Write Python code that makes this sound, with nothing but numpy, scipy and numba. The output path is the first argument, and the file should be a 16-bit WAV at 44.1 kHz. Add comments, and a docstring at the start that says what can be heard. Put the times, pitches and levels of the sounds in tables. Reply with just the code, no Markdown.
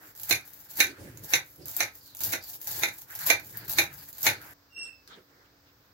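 """Knife through crisp pastry in a glass dish

Two microphones close by in a small hard kitchen. A knife saws through shredded pastry: random fractures make the
crunch, damped modes of the dish ring at each knock, and filtered noise makes the rub of the blade, the rumble of
the dish on the counter, a short early ping and the gliding whine of the edge. The cutting stops short, and over the
steady kitchen noise come a squeak of falling pitch, a drop of syrup as a tick of noise, and soft rustles of noise."""
import sys
import numpy as np
from scipy import signal
from scipy.fft import rfft, irfft, next_fast_len
from scipy.io import wavfile
from scipy.ndimage import uniform_filter1d
from numba import njit

SR = 44100
rng = np.random.default_rng(int(sys.argv[2]) if len(sys.argv) > 2 else 0)


def to_wav(s):
    """Save 16-bit WAV."""
    ch = np.atleast_2d(s).T  # columns
    pcm = np.round(np.clip(ch, -1, 1) * 32767)  # PCM
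    wavfile.write(sys.argv[1], SR, pcm.astype(np.int16))


N = 261513  # length of the scene in samples
FAST = next_fast_len(N)  # a length at or above N that transforms quickly

# Small hard room. Each row: frequency in Hz, time to die away by 60 dB in s.
ROOM_T60 = [(100, 0.29), (500, 0.18), (2000, 0.19), (6000, 0.12), (14000, 0.13)]
# Likeness of left and right microphone. Each row: frequency in Hz, correlation from -1 to 1.
ALIKE = [(60, .93), (150, .96), (350, .88), (700, .55), (1300, 0), (2500, -.12), (5000, .05), (16000, .05)]
# Colour of the left microphone against the right. Each row: frequency in Hz, left minus right in dB.
TILT = [(60, -0.5), (110, 1.5), (200, 0), (380, -5.5), (700, -1.5), (1290, -1), (2380, -2), (4400, -0.5),
        (8120, -3), (15000, 2.5)]
ROLL_OFF_HZ, TOP_HZ = 15800, 16650
BANDS = 40 * 2 ** np.arange(0, 9, .5)  # centres of half-octave slices, Hz
FADE_DB = 30  # depth that a rise or fall covers

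# Kitchen background noise. Each row: frequency in Hz, density in dB per Hz.
KITCHEN = [(25, -23), (50, -0.5), (110, 1), (200, -9.5), (310, -9), (630, -10), (1000, -9.5), (1600, -8.5),
           (3000, -19.5), (5000, -11.5), (8000, -26), (10000, -39), (13000, -18.5), (15700, -13)]
KITCHEN_DB = -61
# Appliance tones. Each row: frequency in Hz, rms level in dB about which the tone wavers.
HUM = [(285.3, -74.5), (355.3, -90), (495.3, -81.5)]
# Soft rustles. Each row: start in seconds, length in seconds, low, middle and high level in dB.
RUSTLES = [(4.775, 0.11, -64.5, -64, -66), (5.089, 0.056, -66, -75, -59), (5.116, 0.013, -70, -53, -68),
           (5.164, 0.025, -56, -63, -66), (5.286, .18, -72.5, -66, -73), (5.527, 0.021, -69.5, -73.5, -82),
           (5.664, .02, -71, -71, -70), (5.8, 0.098, -78.5, -75, -88)]
RUSTLE_RISE_S, RUSTLE_FALL_S = 0.042, .1

# Colour of the landing drop. Each row: frequency in Hz, density in dB per Hz.
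TICK = [(700, -29), (1600, 4), (3000, -10), (5000, 6), (8500, -12), (11500, -4), (15500, -7)]
TICK_S, TICK_DB = 5.0755, -43.5

# Overtones of the squeak. Each row: multiple of the pitch, level in dB.
SQUEAK_PARTIALS = [(1, 0), (2, -3.5), (3, -10), (4, -28), (5, -38)]
SQUEAK_S, SQUEAK_DB = 4.785, -47.5  # moment of full grip, and level
SQUEAK_RISE_S, SQUEAK_HOLD_S, SQUEAK_FALL_S = .09, 0.071, .17
SQUEAK_HZ, SQUEAK_SAG_HZ_PER_S = 2730, 500

# Dish rumbling on the counter top. Each row: frequency in Hz, density in dB per Hz.
RUMBLE = [(25, -48), (50, -8), (105, 3.5), (160, -1), (230, -12), (400, -37)]
# Dish dragging. Each row: frequency in Hz, density in dB per Hz.
DRAG = [(170, -23.5), (300, 0.5), (420, -6.5), (560, -8), (900, -29.5)]
# The dish shifts on the counter. Each row: start in seconds, end in seconds, rumble level in dB, drag level in dB,
# swell until the end in dB.
SHOVES = [(0.0, 0.11, -80, -65, -2), (0.857, 0.927, -62.5, -46.5, -3.5), (1.003, 1.102, -47.5, -46.5, -3),
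          (1.13, 1.248, -53.5, -56.5, 1.5), (1.602, 1.707, -52, -50, -10), (2.23, 2.305, -53, -57.5, 4.5),
          (2.684, 2.798, -67.5, -62, 8), (3.42, 3.775, -57.5, -62, 4), (3.868, 4.04, -52.5, -64, -6),
          (4.378, 4.534, -60, -61.5, -0.5)]
SHOVE_RISE_S, SHOVE_FALL_S, RUMBLE_REST_DB, DRAG_REST_DB = 0.058, 0.07, -70, -71

# Blade rubbing against crumb. Each row: frequency in Hz, density in dB per Hz.
SLIDE = [(500, -14.5), (850, -4), (1150, -7), (1600, 2.5), (2300, -5), (2900, -12), (5000, -21.5)]
# A short ping near 4.3 kHz in the first row, then the edge singing along the glass.
# Each row: start in seconds, length in seconds, level in dB, pitch at the start in Hz.
PING_AND_WHINES = [(0.199, .006, -46, 4280), (1.238, .04, -62, 4950), (1.62, .035, -54.5, 4950),
                   (2.011, .14, -57, 4740), (2.412, .09, -53, 4850), (3.565, 0.13, -56, 4886),
                   (3.985, .07, -56, 4800)]
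WHINE_RISE_S, WHINE_SWELL_DB, WHINE_FADE_S = .012, -3.5, .025
WHINE_REST_HZ, WHINE_SAG_HZ_PER_S, WHINE_WIDTH_HZ = 4390, 5900, 400.

# Colour of breaking crust. Each row: frequency in Hz, density in dB per Hz.
CRUNCH = [(350, -44.5), (600, -14.5), (679, -18), (868, -10.5), (1160, -22), (2000, -22), (3020, -16.5),
          (4250, -12.5), (5360, -10.5), (7240, -6.5), (8770, -20), (12000, 0), (15800, -2)]
# Single strands snapping. Each row: time in seconds, level in dB, left minus right in dB.
SNAPS = [(0.1514, -30, -6), (0.162, -30, 1), (0.176, -27.5, -2), (0.198, -21, -5), (0.2335, -17, -10.5),
         (0.409, -34, 5), (0.7047, -27, -6), (1.1737, -29, -12), (1.6572, -26, -11), (1.766, -8, 8),
         (1.954, -39, -8), (2.1493, -22.5, -6.5), (2.1694, -20.5, 2), (2.2058, -16, -10),
         (2.2354, -10.5, -12), (2.241, -26, 2.0), (2.307, -21, 4), (2.615, -22.5, 8), (2.6727, -12.5, -1),
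         (2.7228, -17, 1), (2.7614, -22, -1), (2.796, -16, 6), (3.1523, -18.5, 2), (3.1755, -31, -7),
         (3.19, -19, -7), (3.3977, -25, -1), (3.469, -28, 0.0), (3.6706, -37, -6), (3.683, -17, 5),
         (3.6962, -12.5, -4), (3.717, -13, 5), (3.7344, -12.5, 10), (3.8394, -23, 3), (4.129, -26, -6),
         (4.1826, -23, 4), (4.2306, -10, -4), (4.2505, -13, -0.5)]
# Light passes of the blade between cuts. Each row: start in seconds, end in seconds, crunch level in dB,
# swell until the end in dB, slide level in dB.
PASSES = [(0.018, 0.113, -50.5, -5.5, -55), (0.459, 0.67, -55.5, 4, -67), (0.974, 1.22, -58, -7.5, -54.5),
          (1.46, 1.614, -55.5, -4, -72), (1.951, 2.104, -51, -3.5, -85), (2.156, 2.193, -51.5, 4.5, -83),
          (2.449, 2.549, -42.5, 2.5, -68.5), (2.61, 2.673, -44.5, 3, -67), (2.94, 3.033, -46, -3, -66),
          (3.103, 3.143, -47.5, 1, -51.5), (3.444, 3.545, -52, 5, -65), (3.558, 3.66, -54, -2, -51),
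          (3.918, 4.032, -50.5, 1.5, -57.5), (4.081, 4.092, -48, 2, -62), (4.416, 4.527, -51, -2.5, -50)]
PASS_RISE_S, PASS_FALL_S = 0.061, 0.059
# The blade bites and saws down to the next knock. Each row: start in seconds, crunch level in dB,
# swell until the crust gives way in dB, slide, collapse and press (on the dish) levels in dB.
BITES = [(0.15, -53, 12, -70, -29, -35), (0.685, -47.5, 8.5, -64.5, -23, -34.5),
         (1.224, -50, 15, -65, -31, -34), (1.661, -43, 1, -58, -32, -34),
         (2.207, -35.5, 1.5, -51.5, -38, -28.5), (2.669, -36.5, 3, -52.5, -31.5, -26.5),
         (3.152, -44.5, 17.5, -56.5, -24.5, -29), (3.68, -37, -1, -50, -28.5, -33.5),
         (4.13, -48, 14.5, -65.5, -22, -28.5)]
BITE_RISE_S, BITE_FALL_S = 0.0061, 0.033
BITE_WHINE_DB, BITE_RUMBLE_DB = -17, -22  # re the crunch of a bite
# the crust gives way just before the knock; levels re the crunch of the collapse
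COLLAPSE_LEAD_S, COLLAPSE_RISE_S, COLLAPSE_FALL_S = 0.01, 0.033, 0.068
COLLAPSE_SLIDE_DB, COLLAPSE_WHINE_DB, COLLAPSE_RUMBLE_DB, COLLAPSE_DRAG_DB = -13, -19.5, -29.5, -23.5
SLIDE_FALL_S, RUMBLE_FALL_S = .2, 0.32  # slide, whine and drag, then rumble, outlast the collapse
# packed crumb grinds on the glass up to the knock
PRESS_LEAD_S, PRESS_RISE_S, PRESS_FALL_S = .003, 0.028, 0.04

# Blade meets glass. Each row: time in seconds, level in dB, then thud, body, treble and crack in dB re that level,
# left minus right in dB.
KNOCKS = [(0.3093, -17.5, -13.5, -11, -0.5, -4, -9), (0.8029, -13, -20.5, -9.5, -2.5, -7, -3.5),
          (1.3358, -18.5, -15.5, -8.5, -1.5, -8, -2.5), (1.8044, -19.5, -13, -5.5, -0.5, -5.5, -4),
          (2.3353, -27, -8, -4, -1.5, -7, -5), (2.834, -19.5, -12.5, -6, -3, -6.5, -2.5),
          (3.3009, -16, -11.5, -7, -2, -8, -7.5), (3.7851, -16, -14, -8, -5, -7.5, -0.5),
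          (4.2666, -14.5, -12, -9.5, -3, -6, 4)]
# Modes of the dish for an average blow. Each row: frequency in Hz, level in dB, time to die away by 60 dB in s.
GLASS = [(470.6, -23.5, 0.09), (640, -16.5, 0.086), (739, -7, 0.057), (818, -8, 0.086), (1299.5, -16, 0.16),
         (1470, -7, 0.086), (1538, -9, 0.15), (1687, -11.5, 0.093), (1719, -3.5, 0.047), (1795, 1, 0.026),
         (2020, -9, 0.14), (1996, -2.5, 0.054), (2274, 0.5, 0.038), (2357, 2.5, 0.094), (2417, 3.5, 0.071),
         (2870, -10.5, 0.097), (3490, -12, 0.044), (3778, -9, 0.042), (3859, -8.5, 0.14), (4142, 0, 0.06),
         (4250, -3.5, 0.058), (5820, -9.5, 0.033), (5895, 2, 0.029), (5780, -2.5, 0.05), (6650, -11, 0.051),
         (6765, -12.5, 0.033), (6500, -16, 0.034), (7260, -14.5, 0.037)]
# Broad body of a knock. Each row: frequency in Hz, density in dB per Hz.
CLACK = [(59, -41), (100, -17.5), (223, -20.5), (654, -14.5), (727, -25), (843, -11.5), (1090, -19.5),
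         (2370, -1.5), (3050, -25), (3690, -7), (4960, -19.5), (6390, -8), (8410, -28.5), (11300, -13),
         (15500, -26.5)]
CUTTING_END_S = 4.537  # the cutting and its room sound stop short here


def undb(db):
    """Amplitude factor of a level in dB."""
    return 10 ** (np.asarray(db) / 20)


def unit(x):
    """Scale to an rms of 1."""
    return x / np.sqrt(np.mean(x ** 2))


def at_hz(table, hz):
    """Read a (Hz, value) table on a log-frequency axis."""
    table_hz, values = np.array(table)[:, 0], np.array(table)[:, 1]
    return np.interp(np.log(hz + 1), np.log(table_hz + 1), values)


def colour(x, table):
    """Causal minimum-phase filter with the gains of a (Hz, dB) table, power kept for white input."""
    log_gain = at_hz(table, np.fft.rfftfreq(4096, 1 / SR)) * np.log(10) / 20
    # folding the cepstrum onto positive time makes the filter causal
    cepstrum = irfft(log_gain)
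    cepstrum[1:2048] *= 2
    cepstrum[2049:] = 0
    taps = irfft(np.exp(rfft(cepstrum)))
    taps = taps / np.linalg.norm(taps)
    return signal.oaconvolve(x, taps[None], axes=1)[:, :x.shape[1]]


def pair(size):
    """White noise for two microphones: alike in the bass, nearly unrelated in the treble."""
    alike = np.clip(at_hz(ALIKE, np.fft.rfftfreq(size, 1 / SR)), -1, 1)
    mid, side = rfft(rng.standard_normal((2, size)))
    mid = mid * np.sqrt((1 + alike) / 2)
    side = side * np.sqrt((1 - alike) / 2)
    return irfft([mid + side, mid - side], size)


def bands(x):
    """Overlapping half-octave slices that add up to x between the lowest and highest centre."""
    octave = np.log2(np.fft.rfftfreq(x.shape[1], 1 / SR) + 1)
    spectrum = rfft(x)
    for hz in BANDS:
        window = np.cos(np.pi * np.clip(octave - np.log2(hz), -.5, .5)) ** 2
        yield hz, irfft(spectrum * window, x.shape[1])


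def walk(rate):
    """Random levels, one each 1 / rate s, joined by straight slopes; spread near 1."""
    k = int(SR / rate)
    held = np.repeat(rng.standard_normal(N // k + 1), k)
    return 1.2 * uniform_filter1d(held, k)[:N]


def pan(db):
    """Left and right gains for a left minus right difference in dB."""
    return undb(np.array([db, -np.asarray(db)]) / 2)


def room(dry, wet_db):
    """Direct sound plus dense reflections that die away band by band."""
    t = np.arange(SR // 2) / SR
    echo = sum(part * undb(-60 * t / at_hz(ROOM_T60, hz)) for hz, part in bands(pair(size=len(t))))
    echo *= 1 - np.exp(-t / 0.00053)
    source = dry.sum(axis=0)[None] / np.sqrt(2)
    reflections = signal.oaconvolve(source, echo / np.linalg.norm(echo[0]), axes=1)[:, :N]
    return dry + undb(wet_db) * reflections


def burst(seconds):
    """White noise for both microphones dying away exponentially, with the given time constant."""
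    t = np.arange(int(8 * seconds * SR)) / SR
    return pair(size=len(t)) * np.exp(-t / seconds)


def add(track, s, sound):
    """Mix a sound into a track from s seconds on."""
    i = int(s * SR)
    track[:, i:i + sound.shape[1]] += sound[:, :N - i]


def friction(table, flicker_db, rate):
    """Rubbing noise in the colour of a table; every band flickers on its own."""
    noise = colour(pair(size=FAST), table)
    return sum(part[:, :N] * undb(flicker_db * walk(rate)) for hz, part in bands(noise))


def swells(start, end, db, swell_db, rise_s, fall_s):
    """Power of a row of gestures, each a rise, a hold that swells and a fall."""
    grid_s = np.arange(0, N / SR + .002, .001)
    power = 0
    for a, b, d, g in np.broadcast(start, np.maximum(start, end), db, swell_db):
        corners_s = [a - rise_s, a, b, b + fall_s]
        corners_db = [d - FADE_DB, d, d + g, d + g - FADE_DB]
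        power = power + undb(2 * np.interp(grid_s, corners_s, corners_db, -200, -200))
    return np.interp(np.arange(N) / SR, grid_s, power)


def hum():
    """Faint steady appliance tones, each a sine that wavers in level."""
    t = np.arange(N) / SR
    return sum(undb(db + 2.7 * walk(9.7)) * np.sqrt(2) * np.sin(2 * np.pi * hz * t) for hz, db in HUM)


def rustles():
    """Soft rustles late in the scene: rubbing noise in three ranges that swell independently in level."""
    start, length, *levels_db = np.transpose(RUSTLES)
    low, middle, high = (np.sqrt(swells(start, start + length, db, 0, RUSTLE_RISE_S, RUSTLE_FALL_S))
                         for db in levels_db)
    low = low * friction([(80, -1.5), (250, 0.5), (450, 4.0), (1500, -26)], 2.5, 31)
    middle = middle * friction([(900, -10.5), (1500, 1.5), (2200, -6.0), (3000, -35.0)], 3.9, 25)
    high = high * friction([(2200, -8), (3300, 1.0), (5000, -4.5), (8000, -15), (12000, -49)], 5.0, 25)
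    return low + middle + high


def kitchen():
    """Background of the place: steady coloured noise, appliance tones and a few rustles."""
    return undb(KITCHEN_DB) * friction(KITCHEN, 0.97, 10.0) + hum() + rustles()


def tick():
    """A drop lands: a short broad tick of noise with a little room behind it."""
    out = np.zeros((2, N))
    add(out, TICK_S, undb(TICK_DB) * colour(burst(.003), TICK))
    return room(out, -2.0)


def squeak():
    """A stick-slip squeak: a falling, throbbing pitch whose overtones fade sooner, smeared by the room."""
    hz = SQUEAK_HZ - SQUEAK_SAG_HZ_PER_S * (np.arange(N) / SR - SQUEAK_S)
    phase = 2 * np.pi * np.cumsum(hz * (1 + .009 * walk(200))) / SR
    grip = np.sqrt(swells(SQUEAK_S, SQUEAK_S + SQUEAK_HOLD_S, 0, -2.6, SQUEAK_RISE_S, SQUEAK_FALL_S))
    tone = 0
    for k, partial_db in SQUEAK_PARTIALS:
        throb = undb(partial_db + 3.0 * walk(110))
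        tone = tone + throb * grip ** (1 + .08 * (k - 1)) * np.sin(k * phase)
    return room(np.tile(tone * undb(SQUEAK_DB), (2, 1)), 2.9)


def dish(rumble, drag, press):
    """The dish rumbles and drags on the counter, and packed crumb grinds on its glass: three coloured noises."""
    shifting = friction(RUMBLE, 2.0, 14) * rumble + friction(DRAG, 2.1, 30) * drag
    grinding = colour(pair(size=FAST), CLACK)[:, :N] * undb(3.0 * walk(150)) * press
    return shifting + grinding


@njit
def glide(x, hz, width):
    """State-variable band-pass whose centre moves every sample."""
    y, b, l = np.empty(len(x)), 0., 0.  # output, band and low-pass states
    for i in range(len(x)):
        g, k = np.tan(np.pi * hz[i] / SR), width / hz[i]
        v = (b + g * (x[i] - l)) / (1 + g * (g + k))
        b, l, y[i] = 2 * v - b, l + 2 * g * v, k * v
    return y


def ping_and_whine(hz):
    """Noise through a gliding resonance: a short ping, and the edge on the glass, tuned by the blade's free length."""
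    ringing = np.array([glide(x, hz, WHINE_WIDTH_HZ) for x in pair(size=FAST)[:, :N]])
    return unit(ringing) * undb(3.1 * walk(40))


def blade(slide, ringing, ringing_hz):
    """The blade rubs against crumb as flickering noise, with the ping and the whine of its edge on top."""
    return friction(SLIDE, 2.8, 30) * slide + ping_and_whine(ringing_hz) * ringing


def strands(crunch):
    """Dense tiny fractures of very uneven size, in flurries; the loudest snaps stand alone."""
    breaks = rng.random(N) < 2500. / SR  # 2500 fractures per second on average
    sizes = undb(6.6 * np.minimum(rng.exponential(size=N), 4.0)) * breaks
    grains = uniform_filter1d(sizes, size=9) * pair(size=N)
    wander = pan(3.5 * walk(6.2))  # the breaking strands lie now left, now right of the blade
    texture = unit(unit(grains) + .7 * pair(size=N))
    crackle = texture * crunch * undb(3.03 * walk(90)) * wander
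    for s, level_db, side_db in SNAPS:
        add(crackle, s, undb(level_db - 6.5) * pan(side_db)[:, None] * burst(.001))
    return room(colour(crackle, CRUNCH), -1.5)


def knocks():
    """Each blow rings the modes of the dish, which reach the microphones in different phase, and chatters briefly."""
    t = np.arange(SR // 4) / SR
    hz, db, t60 = np.transpose(GLASS)[:, :, None]
    apart = np.arccos(np.clip(at_hz(ALIKE, hz), -1, 1)) * rng.choice([-1, 1], hz.shape)
    out = np.zeros((2, N))
    usual_db = np.mean(KNOCKS, axis=0)[2:6]  # the modes describe the average blow
    for s, level_db, *tones_db, pan_db in KNOCKS:
        thud_db, body_db, treble_db, crack_db = tones_db - usual_db
        spot = undb(db + 3.06 * rng.standard_normal(db.shape))  # every blow lands on another spot
        mode_hz = hz * (1 + .003 * rng.standard_normal(hz.shape))
        phase = 2 * np.pi * (mode_hz * t + rng.random(hz.shape))
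        ring = spot * undb(-60 * t / t60) * np.sin([phase, phase + apart]) * (1 - np.exp(-t / 0.00099))
        crumbs = burst(0.023)  # crust keeps collapsing behind the blade, in fits
        crumbs = crumbs * undb(-11.5 + 4.6 * walk(200)[:crumbs.shape[1]])
        add(crumbs, 0, burst(0.0033))  # the contact itself
        clack = colour(crumbs, CLACK)
        blow = undb(-8.0) * ring.sum(axis=1)
        blow[:, :clack.shape[1]] += undb(3.5) * clack
        colours = [(700, thud_db), (1600, body_db), (2400, 0), (5000, treble_db), (11000, crack_db)]
        add(out, s, undb(level_db) * pan(pan_db)[:, None] * colour(blow, colours))
    return room(out, -3.7)


def strokes():
    """Gains of crunch, slide, ping and whine, rumble, drag and press over time, and the pitch of ping and whine."""
    t = np.arange(N) / SR
    knock_s = np.array(KNOCKS)[:, 0]
    gives, grinds = knock_s - COLLAPSE_LEAD_S, knock_s - PRESS_LEAD_S
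    bite, crunch_db, swell_db, slide_db, collapse_db, press_db = np.transpose(BITES)
    start, end, light_db, light_swell_db, light_slide_db = np.transpose(PASSES)
    rings, length, ring_db, _ = np.transpose(PING_AND_WHINES)
    moves, stops, rumble_db, drag_db, shove_swell_db = np.transpose(SHOVES)

    def biting(db):
        """Power while the blade saws down until the crust gives way."""
        return swells(bite, gives, db, swell_db, BITE_RISE_S, BITE_FALL_S)

    def collapse(re_db, fall_s):
        """Power as the crust gives way."""
        return swells(gives, gives, collapse_db + re_db, 0, COLLAPSE_RISE_S, fall_s)

    def passing(db):
        """Power of the light passes."""
        return swells(start, end, db, light_swell_db, PASS_RISE_S, PASS_FALL_S)

    def shoving(db):
        """Power while the dish shifts."""
        return swells(moves, stops, db, shove_swell_db, SHOVE_RISE_S, SHOVE_FALL_S)

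    crunch = passing(light_db) + biting(crunch_db) + collapse(0, COLLAPSE_FALL_S)
    slide = passing(light_slide_db) + biting(slide_db) + collapse(COLLAPSE_SLIDE_DB, SLIDE_FALL_S)
    ringing = (swells(rings, rings + length, ring_db, WHINE_SWELL_DB, WHINE_RISE_S, WHINE_FADE_S)
               + biting(crunch_db + BITE_WHINE_DB) + collapse(COLLAPSE_WHINE_DB, SLIDE_FALL_S))
    rumble = (shoving(rumble_db) + biting(crunch_db + BITE_RUMBLE_DB)
              + collapse(COLLAPSE_RUMBLE_DB, RUMBLE_FALL_S) + undb(2 * RUMBLE_REST_DB))
    drag = shoving(drag_db) + collapse(COLLAPSE_DRAG_DB, SLIDE_FALL_S) + undb(2 * DRAG_REST_DB)
    press = swells(grinds, grinds, press_db, 0, PRESS_RISE_S, PRESS_FALL_S)

    ringing_hz = np.full(N, 1. * WHINE_REST_HZ)
    for s, long_s, _, first_hz in PING_AND_WHINES:
        sounding = (t > s - WHINE_RISE_S) & (t < s + long_s + WHINE_FADE_S)
        ringing_hz = np.where(sounding, first_hz - WHINE_SAG_HZ_PER_S * (t - s), ringing_hz)
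    return *np.sqrt([crunch, slide, ringing, rumble, drag, press]), ringing_hz


def scene():
    """The kitchen throughout, the cutting until it stops short, then the squeak and the drop."""
    crunch, slide, ringing, rumble, drag, press, ringing_hz = strokes()
    cutting = dish(rumble, drag, press) + blade(slide, ringing, ringing_hz) + strands(crunch) + knocks()
    cutting = cutting * (np.arange(N) < CUTTING_END_S * SR)
    return kitchen() + tick() + squeak() + cutting


def record(dry):
    """The microphones differ in colour and round the loudest peaks; the treble ends in a step, then a steep cut."""
    tilt = undb(at_hz(TILT, np.fft.rfftfreq(FAST, 1 / SR)) * np.array([[.5], [-.5]]))
    tilted = irfft(rfft(dry, FAST) * tilt, FAST)[:, :N]
    heard = np.tanh(tilted)
    step = signal.sosfilt(signal.ellip(6, .3, 28, ROLL_OFF_HZ, fs=SR, output="sos"), heard)
    return signal.sosfilt(signal.ellip(14, .2, 120, TOP_HZ, fs=SR, output="sos"), step)


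dry = scene()
out = record(dry)
to_wav(out)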